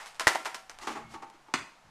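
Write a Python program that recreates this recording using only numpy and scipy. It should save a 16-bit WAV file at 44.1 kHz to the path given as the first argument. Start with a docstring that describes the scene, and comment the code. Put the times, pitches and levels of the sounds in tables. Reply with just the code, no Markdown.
"""A skateboard tips over and clatters to rest on a concrete patio, its wooden deck ringing at each blow.
A basketball hits a portable hoop, which rattles and booms; the ball brushes the net and bounces once
on the slab, the air inside it pinging. House walls and a fence throw the blows back to the microphone,
over a quiet outdoor hush."""
import sys
import numpy as np
from scipy import signal
from scipy.fft import rfft, irfft, next_fast_len
from scipy.io import wavfile
from scipy.ndimage import uniform_filter1d

SR = 44100
rng = np.random.default_rng(int(sys.argv[2]) if len(sys.argv) > 2 else 0)


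def transcribe(u):
    """Save the signal u as a 16-bit wav file named by the first command-line argument.

    u: samples, shape (n,) or (channels, n), limited to [-1, 1]; the rate is SR.
    q: integer samples, one column per channel.
    """
    v = np.clip(np.atleast_2d(u).T, -1, 1)
    q = np.round(v * 32767).astype(np.int16)
    wavfile.write(sys.argv[1], SR, q)


N = 83790
BLOW_SAMPLES = 32768  # room for one blow and its echo

# Bright spectrum of grit and net. Each row: frequency in Hz, gain in dB.
SCUFF_COLOUR = [(100, -46), (700, 9.5), (1700, 4), (3000, 1.5), (6000, -1), (9000, -5), (13500, -19.5)]


def skateboard():
    """The deck clatters on the slab; trucks, wheels and deck add short, damped knocks."""
    # Landings, the spectrum of their crack and the deck's modes; rows as blows() lists them.
    landings = [(0.0, -14, -3.5, -11.5, 0.00033, 0.03, -13, 6.5),
                (.1957, -5.5, 4, -7, .002, 0.0026, -4, -1), (.2045, -5.5, 0, 1, 0.0016, 0.0056, -7, 0.5),
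                (.2697, 8.5, -2.5, 5, 0.00081, 0.00296, -9, -2),
                (.2768, 3, 4.5, 1, 0.00061, 0.0051, -13, -1), (.348, -7, -1, 5, .001, 0.0066, 2.5, -1.5),
                (.3563, -6, -4, 6.5, 0.00098, 0.0013, -4.5, -2.5),
                (.4535, -2.5, -5, -7, 0.005, 0.0066, -12, 1), (.463, -17, 2.5, 2.5, 0.0009, 0.0046, 5, 1.5),
                (.5442, -13.5, 5, 2, 0.00078, 0.0073, -3.5, -0.5),
                (.6956, -18.5, 0.5, 1, .0004, 0.0027, -6, 2)]
    crack_colour = [(30, -43), (110, -35), (190, -16.5), (330, -5.5), (520, -4.5), (850, 1.5), (1450, 1.5),
                    (1950, 0), (2500, -4.5), (3000, -6), (4000, -9), (5500, -8.5), (9000, -14.5),
                    (13500, -26.5)]
    deck_modes = [(327, -12.5, 0.16), (656, 0.5, 0.14), (763, -4, 0.75), (880, -1.5, 0.11), (949, 5, 0.214),
                  (1029, 9, 0.067), (1406, 4.5, 0.089), (1357, 3, 0.26), (1730, -23, .18),
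                  (1845, -19, 0.49), (2030, -2, .16), (2400, -13.5, .13), (5258, -14.5, 0.1055),
                  (7260, -21.5, .14)]
    # Each row: centre in seconds, pitch in Hz, half-width in seconds, level in dB, echo in dB.
    knocks = [(.2724, 1900, .0011, 11.5, -9), (.273, 60, .0028, -14, -30), (.273, 170, .0017, -12, -18),
              (.3576, 760, .0012, -5, -7), (.546, 5300, .0005, -24, -4), (.6972, 5800, .0002, -23, -6)]
    out = blows(landings, crack_colour, deck_modes)
    for centre, hz, width, db, echo_db in knocks:
        t = clock(N) - centre
        knock = unit(np.exp(-.5 * (t / width) ** 2) * np.sin(2 * np.pi * hz * t))
        out += undb(db) * yard(knock, echo_db)
    return out


def hoop():
    """Backboard and rim rattle, steel rings on, the net swishes, the stand booms; a soft thud follows."""
    # Blows on backboard and rim, their spectrum and the hoop's modes; rows as blows() lists them.
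    hits = [(.792, -20, -4, -16, 0.0016, .01, -6, -17), (.813, -18, 5, 2.5, 0.0015, 0.049, 4, 7),
            (.870, -3.5, -4, -1, .012, 0.004, -10.5, 5), (.898, -14.5, -4, 0.5, 0.0013, 0.018, -17, 6.5),
            (.951, -9, -8.5, -2, 0.0042, 0.0166, -4.5, 5), (1.137, -14.5, -3.5, 1, 0.0056, 0.0073, 3, 1.5),
            (1.2205, -14.5, -7, -1, 0.0061, 0.0087, 1.5, 0), (1.335, -34, 0, 10, 0.0026, .01, -12, 2),
            (1.482, -24.5, -13, 3, 0.0025, 0.0063, -6.5, -2.5)]
    crack_colour = [(60, -30.5), (180, -19.5), (330, 3.5), (520, -9.5), (690, -7.5), (850, 3), (1010, -4),
                    (1200, 3), (1500, -6), (2000, -7), (3500, -14.5), (7000, -16), (13000, -35)]
    hoop_modes = [(321, -11.5, 0.36), (338, -5, .22), (440, -9, 0.6), (662, -6.5, 0.21), (805, 2.5, 0.55),
                  (855, 9.5, 0.17), (859, 1, 0.19), (898, 7.5, 0.12), (875, -3, 0.095), (1000, -25, 0.17),
                  (1115, 9, 0.17), (1247, -4, 0.16), (1230, -10.5, 0.75), (1850, -17, 0.45)]
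    # Pole and rim. Each row: start in seconds, pitch in Hz, level in dB, t60 in seconds.
    steel_tones = [(.885, 224.9, -14.5, 1), (1.03, 2185, -25.5, 1), (1.139, 820, -24, .25),
                   (1.222, 812, -19.5, 0.23), (1.222, 893, -16, 0.22), (1.483, 885, -26, .15)]
    # Brushes of the net; low booms of the stand, then a soft low thud, perhaps a footstep.
    # Each row: centre in seconds, half-width in seconds, level in dB.
    net_brushes = [(.828, 0.017, -51.5), (.927, .012, -49), (1.128, 0.022, -53.5)]
    low_swells = [(.90, 0.042, -74), (1.08, 0.077, -57.5), (1.60, 0.035, -56.5), (1.87, 0.018, -61)]
    # Spectrum of booms and thud. Each row: frequency in Hz, gain in dB.
    low_colour = [(20, -27), (60, 6), (100, 5.5), (160, 8), (260, -2.5), (800, -36), (8000, -75)]
    attack = 1 - fade(0.049)
    steel = sum(undb(db) * delay(unit(attack * fade(t60) * np.sin(2 * np.pi * hz * clock())), start)
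                for start, hz, db, t60 in steel_tones)
    rattle = blows(hits, crack_colour, hoop_modes)
    net = swells(net_brushes) * noise(SCUFF_COLOUR)
    booms_and_thud = swells(low_swells) * noise(low_colour)
    return rattle + steel + net + booms_and_thud


def basketball():
    """The skin slaps the slab, the shell flutters, the air inside pings and the flattening ball thumps."""
    # Spectra of slap and thump. Each row: frequency in Hz, gain in dB.
    slap_colour = [(60, -28.5), (200, -18.5), (480, -16.5), (680, -7.5), (1100, 3.5), (1900, -1),
                   (2700, -3.5), (3300, -10), (4200, -7.5), (6000, -10.5), (8500, -17.5), (13000, -38.5)]
    thump_colour = [(30, -24), (80, -25), (150, -10), (280, 0), (400, -5), (520, -20), (2000, -45)]
    # The air in the ball. Each row: pitch in Hz, level in dB, t60 in seconds.
    air_modes = [(1058, 6, .3), (1133, -5, .17), (1180, -21, 0.38), (1364, -5, 0.25), (1666, -6.5, 0.066),
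                 (1650, -35.5, 0.23), (2072, 19, 0.043), (2420, -18, .4), (2860, -23, 0.12),
                 (3690, -1, 0.14), (5530, -1.5, 0.083)]
    bounce_s, thump_lag_s, thump_contact_s = 1.5387, 0.0025, 0.0004
    skin = crunch(contact_s=.0017)
    shell = undb(-1) * crunch(contact_s=0.0033, rise_s=0.0011)
    slap = unit(colour(skin + shell, slap_colour)) + undb(-13) * ring(air_modes)
    thump = unit(colour(np.exp(-clock() / thump_contact_s), thump_colour))
    return (undb(2.5) * delay(yard(slap, echo_db=0.5), bounce_s)
            + undb(-6.5) * delay(yard(thump, echo_db=-3), bounce_s + thump_lag_s))


def grit():
    """Wheels and shoes make small bright ticks on the concrete."""
    # Each row: start in seconds, level in dB, echo in dB.
    ticks = [(0.0518, -31.5, 10.5), (.0602, -22, 7.5), (0.0703, -25.5, 5.5), (0.084, -31.5, 3),
             (.1455, -31.5, 3), (0.154, -31, 5.5), (.449, -18.5, 2.5), (0.7872, -21.5, -9), (1.3, -32, -4)]
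    out = np.zeros(N)
    for start, db, echo_db in ticks:
        tick = unit(colour(crunch(contact_s=0.0016), SCUFF_COLOUR))
        out += undb(db) * delay(yard(tick, echo_db), start)
    return out


def blows(hits, crack_colour, modes):
    """Each blow cracks, rings the object and echoes round the yard."""
    # Each hit: start in seconds; level, treble and bass in dB; rise and contact in seconds;
    # ring and echo in dB. Each colour row: frequency in Hz, gain in dB.
    # Each mode: pitch in Hz, level in dB, t60 in seconds.
    out = np.zeros(N)
    for start, db, treble_db, bass_db, rise, contact, ring_db, echo_db in hits:
        crack = unit(colour(crunch(contact, rise), crack_colour))
        build_up = 1 - np.exp(-clock() / (rise + contact / 2))
        ringing = undb(ring_db) * ring(modes) * build_up
        blow = colour(crack + ringing, [(300, bass_db), (900, 0), (4500, treble_db)])
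        out += undb(db) * delay(yard(blow, echo_db), start)
    return out


def crunch(contact_s, rise_s=1e-4, size=8192):
    """A rough contact: a burst of micro-impacts that builds and dies fast, with an even spectrum."""
    t = clock(size)
    envelope = (1 - np.exp(-t / rise_s)) * np.exp(-np.minimum(t / contact_s, 50))
    burst = rng.standard_normal(size) * envelope
    for _ in range(2):  # flatten the spectrum, then restore the envelope
        even = irfft(np.exp(1j * np.angle(rfft(burst))))
        local_rms = np.sqrt(np.abs(uniform_filter1d(even ** 2, size=65)) + 1e-14)
        burst = envelope * even / local_rms
    return delay(unit(burst), 0, BLOW_SAMPLES)


def ring(modes, spread_db=1.5):
    """Decaying modes, excited a little differently by each blow."""
    out = np.zeros(BLOW_SAMPLES)
    for hz, db, t60 in modes:
        gain = undb(db + spread_db * rng.standard_normal())
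        out += gain * unit(fade(t60) * np.sin(2 * np.pi * (hz * clock() + rng.random())))
    return unit(out)


def yard(direct, echo_db):
    """The microphone hears the direct sound, slaps off rough walls, furniture scatter and a tail."""
    # Nearby walls. Each row: delay in seconds, level in dB.
    walls = [(.0052, -18.5), (0.01, -23), (.0128, -23), (0.0184, -13.5), (0.037, -21.5), (0.048, -20),
             (.054, -22.5)]
    # Diffuse echo. Each row: band centre in Hz, level in dB, t60 in seconds.
    tail_bands = [(70, -27, .4), (150, -3, 0.24), (302, -6, .45), (1000, -8.5, 0.42), (2580, -4, 0.41),
                  (6000, -8, 0.44), (13000, -5, 0.45)]
    slaps = sum(undb(db) * delay(crunch(contact_s=0.00048, size=512), lag, BLOW_SAMPLES)
                for lag, db in walls)
    hiss_spectrum = rfft(rng.standard_normal(BLOW_SAMPLES))
    log_hz, log_centres = log_bins(BLOW_SAMPLES // 2), np.log([row[0] for row in tail_bands])
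    scatter = undb(-7) * unit(rng.standard_normal(BLOW_SAMPLES) * fade(t60=0.062))
    tail = np.zeros(BLOW_SAMPLES)
    for share, (_, db, t60) in zip(np.eye(len(tail_bands)), tail_bands):
        band = irfft(hiss_spectrum * np.interp(log_hz, log_centres, share))
        tail += undb(db) * band * unit(fade(t60))
    echo = slaps + delay(scatter + tail, seconds=.005, size=BLOW_SAMPLES)
    return direct + undb(echo_db) * signal.fftconvolve(direct, echo)[:len(direct)]


def outdoors():
    """A quiet, distant hush and one faint swell of very low rumble."""
    # Spectra of hush and rumble. Each row: frequency in Hz, gain in dB.
    hush_colour = [(20, 9), (50, -19), (150, -1), (350, -10.5), (900, 2.5), (1600, -5), (3000, -11.5),
                   (7000, -18), (13000, -30.5)]
    rumble_colour = [(15, 0), (45, -4), (90, -13), (200, -28), (2000, -70)]
    # Each row: centre in seconds, half-width in seconds, level in dB.
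    rumble_swells = [(.83, .09, -62)]
    return undb(-60) * noise(hush_colour) + swells(rumble_swells) * noise(rumble_colour)


def swells(rows):
    """Bell-shaped rises and falls of level."""
    return sum(undb(db) * np.exp(-.5 * ((clock(N) - centre) / width) ** 2) for centre, width, db in rows)


def noise(points):
    """Coloured noise with an rms of one."""
    return unit(colour(rng.standard_normal(N), points)) * np.sqrt(N)


def colour(x, points):
    """Causal filter through (Hz, dB) points joined on a log-frequency axis."""
    hz, db = np.array(points).T
    size = next_fast_len(len(x), True)
    gain = undb(np.interp(log_bins(size), np.log(hz), db))
    cepstrum = irfft(np.log(gain))[:size]
    cepstrum[1:] *= 2  # minimum phase: nothing sounds ahead of a blow
    response = np.exp(rfft(cepstrum, 2 * size))
    return irfft(rfft(x, 2 * size) * response)[:len(x)]


def log_bins(size):
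    """Log frequency of each bin of an FFT 2 * size long."""
    return np.log(np.arange(size + 1) * SR / (2 * size) + 1)


def delay(x, seconds, size=N):
    """Start a sound later, in a buffer of the given size."""
    return np.concatenate([np.zeros(int(seconds * SR)), x, np.zeros(size)])[:size]


def fade(t60):
    """Fall by 60 dB in t60 seconds."""
    return np.exp(-np.log(1000) * clock() / t60)


def unit(x):
    """Scale to an energy of one."""
    return x / np.sqrt(np.sum(x ** 2))


def clock(size=BLOW_SAMPLES):
    return np.arange(size) / SR


def undb(db):
    return 10 ** (np.asarray(db) / 20)


def scene():
    """The patio from one microphone, in mono."""
    return (skateboard() + grit() + hoop() + basketball() + outdoors())[None]


def record(dry):
    """The camera cuts the top of the treble."""
    top_hz = 13500
    return signal.sosfilt(signal.ellip(10, .2, 80, top_hz, fs=SR, output="sos"), dry)


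dry = scene()
out = record(dry)
transcribe(out)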